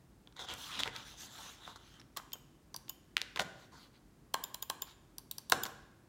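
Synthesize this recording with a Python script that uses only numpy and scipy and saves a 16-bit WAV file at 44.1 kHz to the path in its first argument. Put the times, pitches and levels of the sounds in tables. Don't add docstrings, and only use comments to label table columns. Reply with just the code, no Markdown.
import sys
import numpy as np
from scipy import signal
from scipy.fft import rfft, irfft
from scipy.io import wavfile
from scipy.ndimage import uniform_filter1d

SR = 44100
rng = np.random.default_rng(int(sys.argv[2]) if len(sys.argv) > 2 else 0)


def wav_record(signal):
    frames = np.transpose(np.atleast_2d(signal))
    bounded = np.clip(frames, -1, 1)
    quanta = np.round(bounded * 32767).astype(np.int16)
    wavfile.write(sys.argv[1], SR, quanta)


N = 268216


def amp(db):
    return 10 ** (np.asarray(db) / 20)


def unit(x):
    return x / np.sqrt(np.mean(x ** 2) + 1e-20)


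def read_curve(points, hz):
    point_hz, value = np.transpose(points)
    return np.interp(np.log(hz + 1), np.log(point_hz + 1), value)


def add(mix, start_s, sound):
    part = mix[round(start_s * SR):][:len(sound)]
    part += sound[:len(part)]


def colour(x, eq):
    gain = amp(read_curve(eq, np.fft.rfftfreq(len(x), 1 / SR)))
    return unit(irfft(rfft(x) * gain, len(x)))


def highpass(x, hz, order=2):
    return signal.sosfilt(signal.butter(order, hz, "high", fs=SR, output="sos"), x)


def ring(modes, tilt_db_per_octave=0, size=4096):
    t = np.arange(size) / SR
    return sum(width * amp(db + tilt_db_per_octave * np.log2(hz))
               * np.exp(-np.pi * width * t) * np.sin(2 * np.pi * hz * t) for hz, width, db in modes)


def contact(contact_s, size=1024, passes=8):
    from_centre = np.arange(size) / SR / contact_s - 1.5
    rattle = rng.standard_normal(size)
    for _ in range(passes):
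        rattle = np.tanh(rattle / np.std(rattle) / 2) * np.exp(-from_centre ** 4)
        rattle = irfft(np.exp(1j * np.angle(rfft(rattle))))
    return rattle * np.exp(-(from_centre / 1.5) ** 4)


def strike(body, contact_s, db):
    hit = signal.fftconvolve(contact(contact_s), body)
    return amp(db) * hit * np.sqrt(0.009 * SR / np.sum(hit ** 2))


def grit(slips_per_s, spread_db):
    size = amp(spread_db * np.minimum(rng.exponential(1, N), 4))
    return size * rng.standard_normal(N) * (rng.random(N) < slips_per_s / SR)


# freq_hz, gain_db
VENT_EQ = [(25, -16.5), (48, 0), (75, -9), (140, -4.5), (190, -8.5), (340, -10), (450, -18), (650, -21),
           (1500, -26.5), (3000, -34.5), (7000, -35.5), (16000, -41.5)]


def ventilation(level_db=-63):
    return amp(level_db) * colour(rng.standard_normal(N), VENT_EQ)


# pitch_hz, width_hz, level_db
DESK_MODES = [(135, 30, 9), (215.2, 6.9, 2), (350, 9.3, -0.5), (485.6, 26, 7), (583, 27, 4), (780, 21, 3),
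              (1025, 230, 2), (1480, 174, 5), (1617, 70, -10.5), (2050, 67, -4.5)]
# start_s, level_db, pitch_hz, width_hz, knock_db
TAP_CUES = [(.273, -57.5, 3430, 350, -64.5), (0.325, -68.5, 3830, 900, -73), (.5383, -49, 7050, 6000, -61),
            (.834, -32, 3280, 610, -59), (0.8486, -61, 3500, 900, -58), (0.8766, -41, 2430, 1510, -51.5),
            (.9625, -44, 4080, 1200, -65), (1.677, -48, 1060, 700, -57), (2.015, -60, 3000, 1800, -65),
            (2.1989, -52.5, 1180, 500, -72), (2.354, -58.5, 1220, 890, -56),
            (3.168, -27, 2690, 1220, -49.5), (3.1796, -44, 2780, 1400, -56),
            (3.2158, -35.5, 3850, 1480, -48.5), (3.36, -41.5, 3430, 860, -50),
            (3.3739, -40, 2200, 900, -51), (3.3953, -32, 2750, 1580, -36), (3.403, -45.5, 210, 40, -47),
            (5.5212, -32, 6150, 3170, -28.5), (5.522, -27, 1480, 280, -38), (5.5227, -28, 3810, 541, -44),
            (5.6537, -45.5, 4170, 3500, -44.5)]


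def taps(tap_send_db=-3.5, knock_send_db=-1):
    direct, send = np.zeros((2, N))
    desk = highpass(ring(DESK_MODES, size=8192), hz=204)
    for start_s, level_db, pitch_hz, width_hz, knock_db in TAP_CUES:
        modes = [(pitch_hz, width_hz, 0), (1.34 * pitch_hz, 0.53 * width_hz, -14)]
        plastic = highpass(ring(modes), hz=0.5 * pitch_hz, order=3)
        tap = strike(plastic, contact_s=0.0008, db=level_db)
        knock = strike(desk, contact_s=0.0013, db=knock_db)
        for sound, send_db in (tap, tap_send_db), (knock, knock_send_db):
            add(direct, start_s - 0.0006, sound)
            add(send, start_s - 0.0006, amp(send_db) * sound)
    return direct, send


def resonate(x, pitch_hz, width_hz):
    carrier = np.exp(2j * np.pi * np.cumsum(pitch_hz) / SR)
    pole = np.exp(-np.pi * width_hz / SR)
    return (carrier * signal.lfilter([(1 - pole) ** 2], [1, -2 * pole, pole * pole], x / carrier)).real


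def pad_texture(x, patchy_db):
    spectrogram = signal.stft(x, nperseg=512)[2]
    patches = rng.standard_normal(spectrogram.shape)
    patches = uniform_filter1d(patches, 7, axis=0)
    patches = uniform_filter1d(patches, 9, axis=1)
    return unit(signal.istft(spectrogram * amp(patchy_db * unit(patches)), nperseg=512)[1][:N])


# freq_hz, gain_db
RUB_EQ = [(150, -11), (250, -8), (287, 1.5), (325, -18), (464, -9), (783, -2), (1130, -0.5), (1520, -0.5),
          (2490, -6), (3140, -1.5), (3960, 1), (4840, -12.5), (6900, -13.5), (8980, -39), (10000, -29),
          (13000, -54.5), (22000, -120)]
HISS_EQ = [(3000, -7.5), (5500, 1.5), (7500, -0.5), (9000, -9), (11500, -6.5), (13000, -15), (15000, -6.5),
           (16000, -20)]
# time_s, pitch_hz
FOOT_PITCH = [(.27, 3400), (0.399, 3730), (.5, 2980), (.7, 3300), (.8, 3540), (1.698, 3460), (1.93, 3020),
              (3.5, 4460), (4.902, 4350)]
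# start_s, length_s, rub_gain_db, hiss_gain_db
PUSH_CUES = [(0.356, 0.12, -50, -64), (0.462, 0.093, -43, -66), (0.524, 0.24, -50, -49),
             (0.686, 0.2, -42.5, -52), (0.914, 0.13, -47, -57), (1.011, 0.17, -52.5, -56.5),
             (1.159, 0.13, -51.5, -48.5), (1.249, 0.35, -52, -52), (1.564, 0.2, -56, -60.5),
             (1.723, 0.33, -62.5, -68), (3.546, 0.14, -63.5, -65), (3.706, 0.19, -58.5, -63.5),
             (3.926, 0.063, -65, -81), (4.853, .09, -59, -65)]


def sliding(fastest_at=0.48, rub_power=0.97, hiss_power=1.26):
    t, out = np.arange(N) / SR, np.zeros(N)
    grain = pad_texture(colour(grit(slips_per_s=5000, spread_db=-2.5), RUB_EQ), patchy_db=4)
    foot_hz = np.interp(t, *np.transpose(FOOT_PITCH))
    scrape = unit(resonate(grit(slips_per_s=1100, spread_db=-3.5), foot_hz, width_hz=790))
    rub = amp(-3.5) * grain + amp(-8) * scrape
    fine_grain = colour(grit(slips_per_s=17000, spread_db=-5), HISS_EQ)
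    hiss = amp(-4) * pad_texture(fine_grain, patchy_db=3.8)
    for start_s, length_s, rub_gain_db, hiss_gain_db in PUSH_CUES:
        span = slice(round(start_s * SR), round((start_s + length_s) * SR))
        progress = (t[span] - start_s) / length_s
        speed = np.sin(np.pi / 2 * np.interp(progress, [0, fastest_at, 1], [0, 1, 0]))
        add(out, start_s, amp(rub_gain_db) * speed ** rub_power * rub[span])
        add(out, start_s, amp(hiss_gain_db) * speed ** hiss_power * hiss[span])
    return out


# freq_hz, gain_db
RASP_EQ = [(290, -47), (500, -10), (698, -6.5), (1620, -4), (1900, 1.5), (2460, -13), (3750, -1.5),
           (4730, -7), (6330, -7), (8210, -13), (8700, -19), (9920, -17.5), (16000, -27)]
# start_s, length_s, chatter_gain_db, pitch_hz, rumble_gain_db
CATCH_CUES = [(.364, 0.007, -56.5, 3700, -60), (0.392, 0.048, -52, 3520, -50.5),
              (.484, 0.052, -51, 3260, -51), (.7915, 0.016, -39, 3570, -51), (0.856, .029, -52, 1900, -45),
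              (1.664, 0.047, -60.5, 1000, -56.5), (1.758, 0.013, -56.5, 1270, -58.5),
              (1.939, .027, -67.5, 3120, -85), (1.997, 0.0065, -59, 5400, -75),
              (2.164, 0.02, -50, 1120, -62), (3.36, 0.016, -51.5, 1060, -45.5),
              (3.392, 0.025, -40, 606, -44), (3.719, 0.048, -67.5, 970, -61.5),
              (5.521, 0.013, -38, 755, -39), (5.661, 0.0078, -45, 1040, -48)]


def catches(rasp_db=2.5, squeak_db=1):
    t, out = np.arange(N) / SR, np.zeros(N)
    slips = grit(slips_per_s=4000, spread_db=2.1)
    rasp = pad_texture(colour(slips, RASP_EQ), patchy_db=-1.5)
    rumble = unit(highpass(signal.oaconvolve(slips, ring(DESK_MODES))[:N], hz=130))
    for start_s, length_s, chatter_gain_db, pitch_hz, rumble_gain_db in CATCH_CUES:
        span = slice(round(start_s * SR), round((start_s + 1.44 * length_s) * SR))
        corners_s = [start_s, start_s + length_s / 20, start_s + length_s, t[span][-1]]
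        grip = np.interp(t[span], corners_s, [0.35, 1.03, 0.64, 0.26])
        squeak = resonate(slips[span], np.full(len(grip), pitch_hz), width_hz=200 + 0.11 * pitch_hz)
        chatter = amp(rasp_db) * unit(rasp[span]) + amp(squeak_db) * unit(squeak)
        add(out, start_s, grip * (amp(chatter_gain_db) * chatter + amp(rumble_gain_db) * rumble[span]))
    return out


def varied(modes, detune, spread_db, widen):
    chance = rng.standard_normal((len(modes), 2))
    return [(hz * (1 + detune * pitch_nudge), widen * width, db + spread_db * level_nudge)
            for (hz, width, db), (pitch_nudge, level_nudge) in zip(modes, chance)]


SWITCH_MODES = { "left down": [(3315, 200, 3.5), (4150, 76, 3.5), (5400, 1250, -4), (7310, 230, -1),
                (8830, 310, -7), (10570, 180, -2.5), (11700, 270, -8), (14100, 280, -1.5),
                (15100, 180, -12)], "left up": [(3290, 75, 11), (3650, 124, 11.5), (5060, 170, 4.5),
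                (7120, 51, 12), (7300, 2700, -8), (10300, 120, -8.5), (11900, 210, 0.5), (11900, 490, -7.5),
                (14100, 810, -4), (14860, 1000, -2.5)], "left eased up": [(3080, 48, 8), (3600, 150, -3.5),
                (5260, 480, -7.5), (6860, 44, 3.5), (7600, 490, -12), (10150, 450, -14.5),
                (11700, 160, -6.5), (13300, 110, 0.5), (14100, 1100, -18.5), (15350, 300, -11)],
                "right down": [(3645, 82, -12.5), (4720, 77, 5.5), (5400, 180, -2.5), (5900, 200, 2.5),
                (7500, 300, -8.5), (8910, 170, -4.5), (10970, 540, -4.5), (13800, 250, -6),
                (15100, 340, -21.5)], "right up": [(3870, 120, 6), (4530, 200, 1), (5700, 210, -3),
                (7420, 400, -5.5), (8600, 94, -2.5), (9700, 170, -8.5), (10400, 370, -16.5),
                (11900, 290, -0.5), (14200, 370, -11), (15200, 487, -10.5)]}
# pitch_hz, width_hz, level_db
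SHELL_MODES = [(546, 83, -23.5), (735, 390, -15), (1018, 180, 7), (1069, 14, 7), (1583, 160, 0),
               (2000, 49, -20)]
# start_s, stroke, snap_db, tilt_db_per_octave, thud_db
CLICK_CUES = [(2.1705, "left down", -40, 1, -44), (2.3318, "left eased up", -38.5, 0.5, -61),
              (2.7426, "right down", -45, -9, -49.5), (2.7623, "right down", -42.5, 1.5, -61),
              (2.8944, "left eased up", -39, 3, -62), (4.3409, "left down", -33, -3.5, -31),
              (4.4386, "left up", -36, 3, -58), (4.544, "left down", -40, 2, -51),
              (4.6247, "left up", -36.5, 3.5, -54.5), (4.6988, "left down", -35, -2, -37.5),
              (4.8203, "left up", -35.5, 3, -50.5), (5.1823, "right down", -43.5, 5, -59.5),
              (5.312, "right up", -38.5, 4.5, -61.5), (5.382, "right down", -41.5, 2, -57),
              (5.4977, "right up", -37, 6, -51.5), (5.5203, "left down", -28.5, -2.5, -30),
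              (5.6347, "left up", -33.5, 3.5, -52.5)]


def buttons():
    direct, send = np.zeros((2, N))
    shell = highpass(ring(SHELL_MODES), hz=380)
    creak = ring([(3700, 1700, 0)])
    for start_s, stroke, snap_db, tilt, thud_db in CLICK_CUES:
        modes = varied(SWITCH_MODES[stroke], detune=0.016, spread_db=-0.3, widen=1.25)
        spring = highpass(ring(modes, tilt), hz=3110, order=6)
        add(direct, start_s - 0.0008, strike(spring, contact_s=0.0013, db=snap_db))
        if stroke.startswith("left"):
            add(direct, start_s - 0.0041, strike(spring, contact_s=0.0015, db=snap_db - 19))
            add(direct, start_s + 0.0066, strike(shell, contact_s=0.00027, db=snap_db - 18.5))
        if stroke == "left eased up":
            add(direct, start_s - 0.014, strike(creak, contact_s=0.0018, db=snap_db - 18.5))
        wide_modes = varied(SWITCH_MODES[stroke], detune=0.005, spread_db=-1.5, widen=2.4)
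        blurred = highpass(ring(wide_modes, tilt), hz=2450, order=5)
        add(send, start_s, strike(blurred, contact_s=0.00096, db=snap_db - 3))
        thud = strike(shell, contact_s=0.0023, db=thud_db)
        add(direct, start_s - 0.0006, thud)
        add(send, start_s, thud)
    return direct, send


# freq_hz, t60_s, gain_db
REVERB_BANDS = [(151, 0.73, 9.5), (500, 0.65, -1), (1000, 0.69, -1), (1580, 0.81, -2.5), (3605, 0.7, -5.5),
                (6900, 0.6, -3.5), (15220, 0.21, -0.5)]


def office(send, tail_db, echo_db, echo_s):
    hz, t, noise = signal.stft(rng.standard_normal(SR), SR, nperseg=256)
    bands = np.array(REVERB_BANDS)
    t60_s = read_curve(bands[:, [0, 1]], hz)[:, None]
    gain_db = read_curve(bands[:, [0, 2]], hz)[:, None]
    response = signal.istft(noise * amp(gain_db - 60 * t / t60_s), SR, nperseg=256)[1]
    response *= np.minimum(np.arange(len(response)) / SR / 0.002, 1)
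    response *= amp(tail_db) / np.linalg.norm(response)
    response[round(echo_s * SR)] += amp(echo_db)
    return signal.fftconvolve(send, response)[:N]


def scene():
    friction = sliding() + catches()
    direct, send = np.add(buttons(), taps()) + friction
    reverb = office(send, tail_db=-10, echo_db=-16, echo_s=0.0098)
    return (direct + reverb + ventilation())[None]


def record(dry):
    low_cut = highpass(dry, hz=37.6, order=6)
    band_limit = signal.firwin(401, cutoff=16000, window=("kaiser", 9), fs=SR)
    return signal.oaconvolve(low_cut, band_limit[None], "same")


dry = scene()
out = record(dry)
wav_record(out)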